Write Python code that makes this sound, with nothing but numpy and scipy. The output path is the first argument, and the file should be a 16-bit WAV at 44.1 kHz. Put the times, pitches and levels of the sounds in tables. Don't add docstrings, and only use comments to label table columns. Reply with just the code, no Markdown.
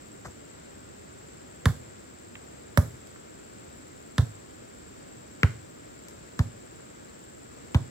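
import sys
import numpy as np
from scipy import signal
from scipy.fft import rfft, irfft, next_fast_len
from scipy.io import wavfile
from scipy.ndimage import map_coordinates

SR = 44100
rng = np.random.default_rng(int(sys.argv[2]) if len(sys.argv) > 2 else 0)


def int16_out(signal):
    q = np.round(np.clip(np.atleast_2d(signal).T, -1, 1) * 32767)
    wavfile.write(sys.argv[1], SR, q.astype(np.int16))


N = 348390


def amp(db):
    return 10 ** (np.asarray(db) / 20)


def unit(x):
    return x / np.sqrt(np.mean(x ** 2) + 1e-20)


def along(points, hz):
    point_hz, values = np.transpose(points)
    return np.interp(np.log(hz + 1), np.log(point_hz + 1), values)


def wobble(rate):
    knots = rng.standard_normal(int(N * rate / SR) + 4)
    return map_coordinates(knots, [np.arange(N) * rate / SR])


def filtered(x, response):
    n = x.shape[-1]
    padded = next_fast_len(n + SR // 2)
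    spectrum = rfft(x, padded) * response(np.fft.rfftfreq(padded, 1 / SR))
    return irfft(spectrum, padded)[..., :n]


def band(x, low_hz, high_hz, order=2):
    edges = [low_hz, np.clip(high_hz, low_hz + 20, SR / 2 - 20)]
    return signal.sosfilt(signal.butter(order, edges, 'band', fs=SR, output='sos'), x)


def burst(envelope, low_hz, high_hz, order=2):
    n = len(envelope)
    spectrum = rfft(envelope * rng.choice([-1, 1], n), 2 * n)
    even = irfft(spectrum / (abs(spectrum) + 1e-9) ** .8)[:n]
    puff = band(even, low_hz, high_hz, order=order)
    return puff / np.linalg.norm(puff) * np.sqrt(SR / 100)


RIGHT_MIC_DB = 1


def add(out, s, x, side, lead=0.00032, pan_db=5.0):
    ears = np.array([[-1], [1]])
    gain = amp((pan_db * side + RIGHT_MIC_DB) * ears)
    pair = filtered(x, lambda hz: gain * np.exp(1j * np.pi * hz * lead * side * ears))
    start = round(s * SR)
    out[:, start:start + pair.shape[1]] += pair[:, :N - start]


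AIR_DB, AIR_DRIFT_DB, AIR_FLUTTER_DB = -47.5, -0.04, 0.34
# (frequency [Hz], relative level [dB])
RUSH_COLOUR = [(15, -45), (25, -18), (65, -2.5), (172, -5.5), (233, -3), (339, -3), (539, -6), (592, -6.5),
               (649, -8), (730, -11.5), (1110, -14.5), (1340, -13.5), (2340, -20), (2810, -23), (6500, -26),
               (8450, -24), (14300, -120)]
# (frequency [Hz], likeness of the two [-1 to 1], lead of the left [rad])
RUSH_FIELD = [(60, 0.15, .1), (120, 0.98, 0.25), (240, 0.36, 1.1), (483, 0.83, 2.27), (1070, 0.68, 3.62),
              (1930, 0.32, 4.42), (3580, 0.019, 7.15)]
# (frequency [Hz], left minus right level [dB])
RUSH_BALANCE = [(60, -2), (180, -3), (550, 2), (1650, 2), (4970, 2.5), (15000, 10)]


def air():
    field = np.array(RUSH_FIELD)
    likeness, left_lead = field[:, [0, 1]], field[:, [0, 2]]

    def mid_and_side(hz):
        turn = np.arccos(np.clip(along(likeness, hz), -1, 1)) / 2
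        return amp(along(RUSH_COLOUR, hz)) * [np.cos(turn), np.sin(turn)]

    half = np.array([[.5], [-.5]])

    def lean(hz):
        return amp(half * along(RUSH_BALANCE, hz)) * np.exp(1j * half * along(left_lead, hz))

    mid, side = filtered(rng.standard_normal((2, N)), mid_and_side)
    pair = filtered(np.array([mid + side, mid - side]), lean)
    return unit(pair) * amp(AIR_DB + AIR_DRIFT_DB * wobble(1.86) + AIR_FLUTTER_DB * wobble(5.1))


# (frequency [Hz], relative level [dB])
CHORUS_COLOUR = [(5500, -65), (6750, -39), (7080, 6.5), (7400, 9), (7650, 3), (7880, -17), (8030, -2),
                 (8200, -17), (8650, -11), (9450, -6), (10400, -19), (13300, -12), (15800, -19)]


def chorus(db=-61, octave_hz=15050, octave_width_hz=420, octave_db=-76):
    hiss = unit(filtered(rng.standard_normal((2, N)), lambda hz: amp(along(CHORUS_COLOUR, hz))))
    octave_band = lambda hz: np.exp(-((hz - octave_hz) / octave_width_hz) ** 2 / 2)
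    octave = unit(filtered(rng.standard_normal(N), octave_band))
    shimmer = amp(1.1 * wobble(170) + .3 * wobble(2))
    return (amp(db) * hiss + amp(octave_db) * octave) * shimmer


WHINE_DB = -66


def whine(hz=7570, width_hz=40):
    note = filtered(rng.standard_normal((2, N)), lambda f: np.exp(-((f - hz) / width_hz) ** 2 / 2))
    return amp(WHINE_DB) * unit(unit(note) * amp([[2], [-3]]))


CRICKET_DB = -60
# (time [s], level [dB])
WING_STROKES = [(0, -5.5), (.0112, 0), (.0224, -1), (.0336, -10)]


def cricket(centre_hz=7620, fall_hz=400):
    chirp_rate, first = 20.78, .011
    stroke, leaves = .0025, .5
    clock = np.arange(N) / SR + .001 * wobble(5.3)
    song = np.zeros(N)
    for offset, stroke_db in WING_STROKES:
        since = ((clock - first - offset + 0.0005 * wobble(18)) * chirp_rate + .5) % 1 - .5
        u = since / chirp_rate / stroke
        hz = centre_hz - fall_hz * np.clip(u, -2, 2) + 110 * wobble(220)
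        tone = np.sin(2 * np.pi * np.cumsum(hz) / SR)
        song += amp(stroke_db + 1.3 * wobble(25)) * np.exp(-u ** 2) * tone
    t = np.arange(SR // 30) / SR
    scatter = rng.standard_normal((2, len(t))) * np.exp(-t / .005)
    blur = signal.fftconvolve(song[None], scatter, axes=1)[:, :N]
    return amp(CRICKET_DB) * unit((unit(song) + leaves * unit(blur)) * amp([[2], [-2]]))


# (frequency [Hz], t60 [s])
YARD_RING = [(60, 0.48), (125, 0.47), (300, 0.34), (1200, 0.24), (4000, 0.4), (12000, 0.37)]
# (frequency [Hz], level [dB])
YARD_TINT = [(40, -27), (75, -7), (125, -0.5), (220, 1), (500, 6.5), (1200, 3), (2500, -5.5), (6000, 3.5),
             (14000, 4.5)]


def yard(x):
    hz, t, grains = signal.stft(rng.standard_normal((2, SR // 2)), SR, nperseg=256)
    decay = amp(-60 * t / along(YARD_RING, hz)[:, None])
    tail = signal.istft(grains * decay, SR, nperseg=256)[1]
    tail *= 1 - np.exp(-np.arange(tail.shape[1]) / SR / 0.00053)
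    spread = lambda f: amp(along(YARD_TINT, f)) * [np.ones_like(f), f / (f + 350)]
    mid, side = filtered(tail / np.linalg.norm(tail[0]), spread)
    return signal.fftconvolve(x[None], np.array([mid + side, mid - side]), axes=1)[:, :N]


PAT_SWELL_S, PAT_SPREAD = .0013, 1.34
PALM_DB, PALM_RATIO = -10.5, .42
# (time [s], level [dB], centre [Hz], side [-1 left to 1 right])
HAND_PATS = [(2.353, -44.5, 2340, 0.41), (3.158, -54, 1400, 0.68), (6.797, -57, 1300, -.33)]
# (time [s], level [dB], side [-1 left to 1 right])
GRASS_TICKS = [(.27, -56, -0.47), (3.071, -58, .5), (6.084, -50, -0.5)]


def small_sounds():
    out, t = np.zeros((2, N)), np.arange(SR // 8) / SR
    swell = t * np.exp(-t / PAT_SWELL_S)
    puff = lambda hz: burst(swell, hz / PAT_SPREAD, hz * PAT_SPREAD, order=3)
    for s, db, hz, side in HAND_PATS:
        add(out, s, amp(db) * (puff(hz) + amp(PALM_DB) * puff(hz * PALM_RATIO)), side)
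    for s, db, side in GRASS_TICKS:
        add(out, s, amp(db) * burst(t * np.exp(-t / 0.0008), 2200, 10800), side)
    return out


SET_S, SET_DB = .245, -39
RING_OF_PLAYERS = {"far": (0.084, 0.024, 9.6), "right": (0.645, .042, -4), "left": (-0.47, .045, -7)}


def overhead_set():
    out, t = np.zeros((2, N)), np.arange(SR // 8) / SR
    side = RING_OF_PLAYERS["left"][0]
    touch = t ** 2 * np.exp(-t / 0.0047)
    fingers = burst(touch, 400, 1900, order=5) + amp(-11) * burst(touch, 3800, 8900)
    thud = burst(t * np.exp(-t / .0095), 64, 180, order=3)
    add(out, SET_S, amp(SET_DB) * fingers, side)
    add(out, SET_S + 0.0099, amp(SET_DB + .5) * thud, side)
    return out


ROOF_NEAR_S, ROOF_BOOM_DB, ROOF_SLAP_DB = 0.022, -8, -13.5
BOOM_LOSS_DB, SLAP_LOSS_DB = 11, 22
TREES_S, TREES_DB = .145, -33.5


def echoes(skin, body, delay):
    t = np.arange(len(skin)) / SR
    farther = np.log2(delay / ROOF_NEAR_S)
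    boom = band(body, 104.6, 155)
    boom *= np.linalg.norm(body) / np.linalg.norm(boom)
    struts = rng.standard_normal(len(t)) * np.exp(-t / 0.016)
    scatter = signal.fftconvolve(skin, struts)[:len(t)]
    scatter *= np.linalg.norm(skin) / np.linalg.norm(scatter)
    roof_boom = amp(ROOF_BOOM_DB - BOOM_LOSS_DB * farther) * boom
    roof_slap = amp(ROOF_SLAP_DB - SLAP_LOSS_DB * farther) * scatter
    return roof_boom + roof_slap, amp(TREES_DB) * boom


def contact(t, second, swell, share=0.61):
    u = np.maximum([t, t - second], 0) / swell
    first_arm, second_arm = u ** 2 * np.exp(-u)
    return first_arm + share * second_arm


FIRM_DB = -8
SLAP_SPREAD = 1.434
CRACK_DB, CRACK_GROWS, CRACK_LOW_HZ = -32, 2, 2280
HOLLOW_DB, HOLLOW_GROWS, HOLLOW_T60_S = -18, 4.1, 0.026
RELEASE_S, RELEASE_DB = 0.0098, -27


def forearms(t, pressed, db, slap_db, slap_hz, crack_hz, hollow_hz, second, cover_db):
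    harder_db = db - FIRM_DB
    slap_touch = contact(t, second, swell=0.00039)
    slap = amp(slap_db) * burst(slap_touch, slap_hz / SLAP_SPREAD, slap_hz * SLAP_SPREAD, order=4)
    crack_touch = contact(t, second, swell=0.00033)
    crack = burst(crack_touch, CRACK_LOW_HZ, crack_hz, order=1)
    crack = amp(CRACK_DB + CRACK_GROWS * harder_db) * crack
    crack = crack + amp(cover_db) * band(crack, 3300, 3800, order=1)
    hollow_level = amp(HOLLOW_DB + HOLLOW_GROWS * harder_db - 60 * pressed / HOLLOW_T60_S)
    hollow = hollow_level * np.sin(2 * np.pi * hollow_hz * pressed)
    flesh = amp(db - 30) * burst(t * np.exp(-t / 0.0032), 280, 1700)
    peeling = np.maximum(t - RELEASE_S, 0)
    release = burst(peeling * np.exp(-peeling / 0.0036), 220, 1050, order=3)
    return slap + crack + hollow + flesh + amp(db + RELEASE_DB) * release


def thump(t):
    start_hz, end_hz, glide = 353, 68, .0077
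    crest, sharpness = .0154, 6
    cycles = end_hz * t + (start_hz - end_hz) * glide * (1 - np.exp(-t / glide))
    swell = (t / crest * np.exp(1 - t / crest)) ** sharpness
    return swell * np.cos(2 * np.pi * cycles)


def ringing(t, hz, db, t60):
    return -amp(db - 60 * t / t60) * np.sin(2 * np.pi * hz * t) * (1 - np.exp(-t / .004))


SKIN_IN_YARD_DB, THUMP_IN_YARD_DB = -12.5, -13
# (frequency [Hz], level against the blow [dB], t60 [s])
BALL_SHELL = (232, -6.7, .069)
# (frequency [Hz], level against the blow [dB], t60 [s])
BALL_AIR = [(985, -26, .06), (1324, -25, .05), (1750, -26, .04)]
# (time [s], strength [dB], slap level [dB], slap centre [Hz], top of the crack [Hz],
# hollow [Hz], delay of the second arm [s], player [name])
FOREARM_BLOWS = [(1.656, -8.5, -24.5, 1380, 9600, 490, 0.0025, "far"),
                 (2.7737, -7.5, -23, 1370, 13200, 575, 0.0044, "right"),
                 (4.1809, -10, -30, 1340, 7500, 590, 0.00273, "far"),
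                 (5.4312, -8.5, -19.5, 1790, 3860, 437, 0.00085, "left"),
                 (6.3912, -11.5, -32.5, 1180, 5460, 463, .002, "left"),
                 (7.7454, -9, -31.5, 1016, 3300, 350, 0.0041, "left")]


def bumps():
    out, t = np.zeros((2, N)), np.arange(SR // 3) / SR
    pressed = np.maximum(t - .0007, 0)
    for s, db, slap_db, slap_hz, crack_hz, hollow_hz, second, player in FOREARM_BLOWS:
        side, delay, cover_db = RING_OF_PLAYERS[player]
        skin = forearms(t, pressed, db, slap_db, slap_hz, crack_hz, hollow_hz, second, cover_db)
        ring = sum(ringing(pressed, hz, db + level + rng.normal(0, 1), t60)
                   for hz, level, t60 in BALL_AIR)
        body = amp(db) * (thump(pressed) + ringing(pressed, *BALL_SHELL))
        roof, trees = echoes(skin, body, delay)
        add(out, s, skin + ring, side)
        add(out, s, body, side, pan_db=0)
        add(out, s, yard(amp(SKIN_IN_YARD_DB) * skin + amp(THUMP_IN_YARD_DB) * body), 0)
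        add(out, s + delay, roof, .2)
        add(out, s + TREES_S, trees, -.2)
    return out


def scene():
    background = air() + chorus() + whine() + cricket()
    small = overhead_set() + small_sounds()
    return background + small + amp(-8.0) * yard(small.mean(0)) + bumps()


TOP_HZ = 16000


def record(dry):
    return filtered(dry, lambda hz: (hz < TOP_HZ) * hz ** 6 / (hz ** 6 + 35 ** 6))


dry = scene()
out = record(dry)
int16_out(out)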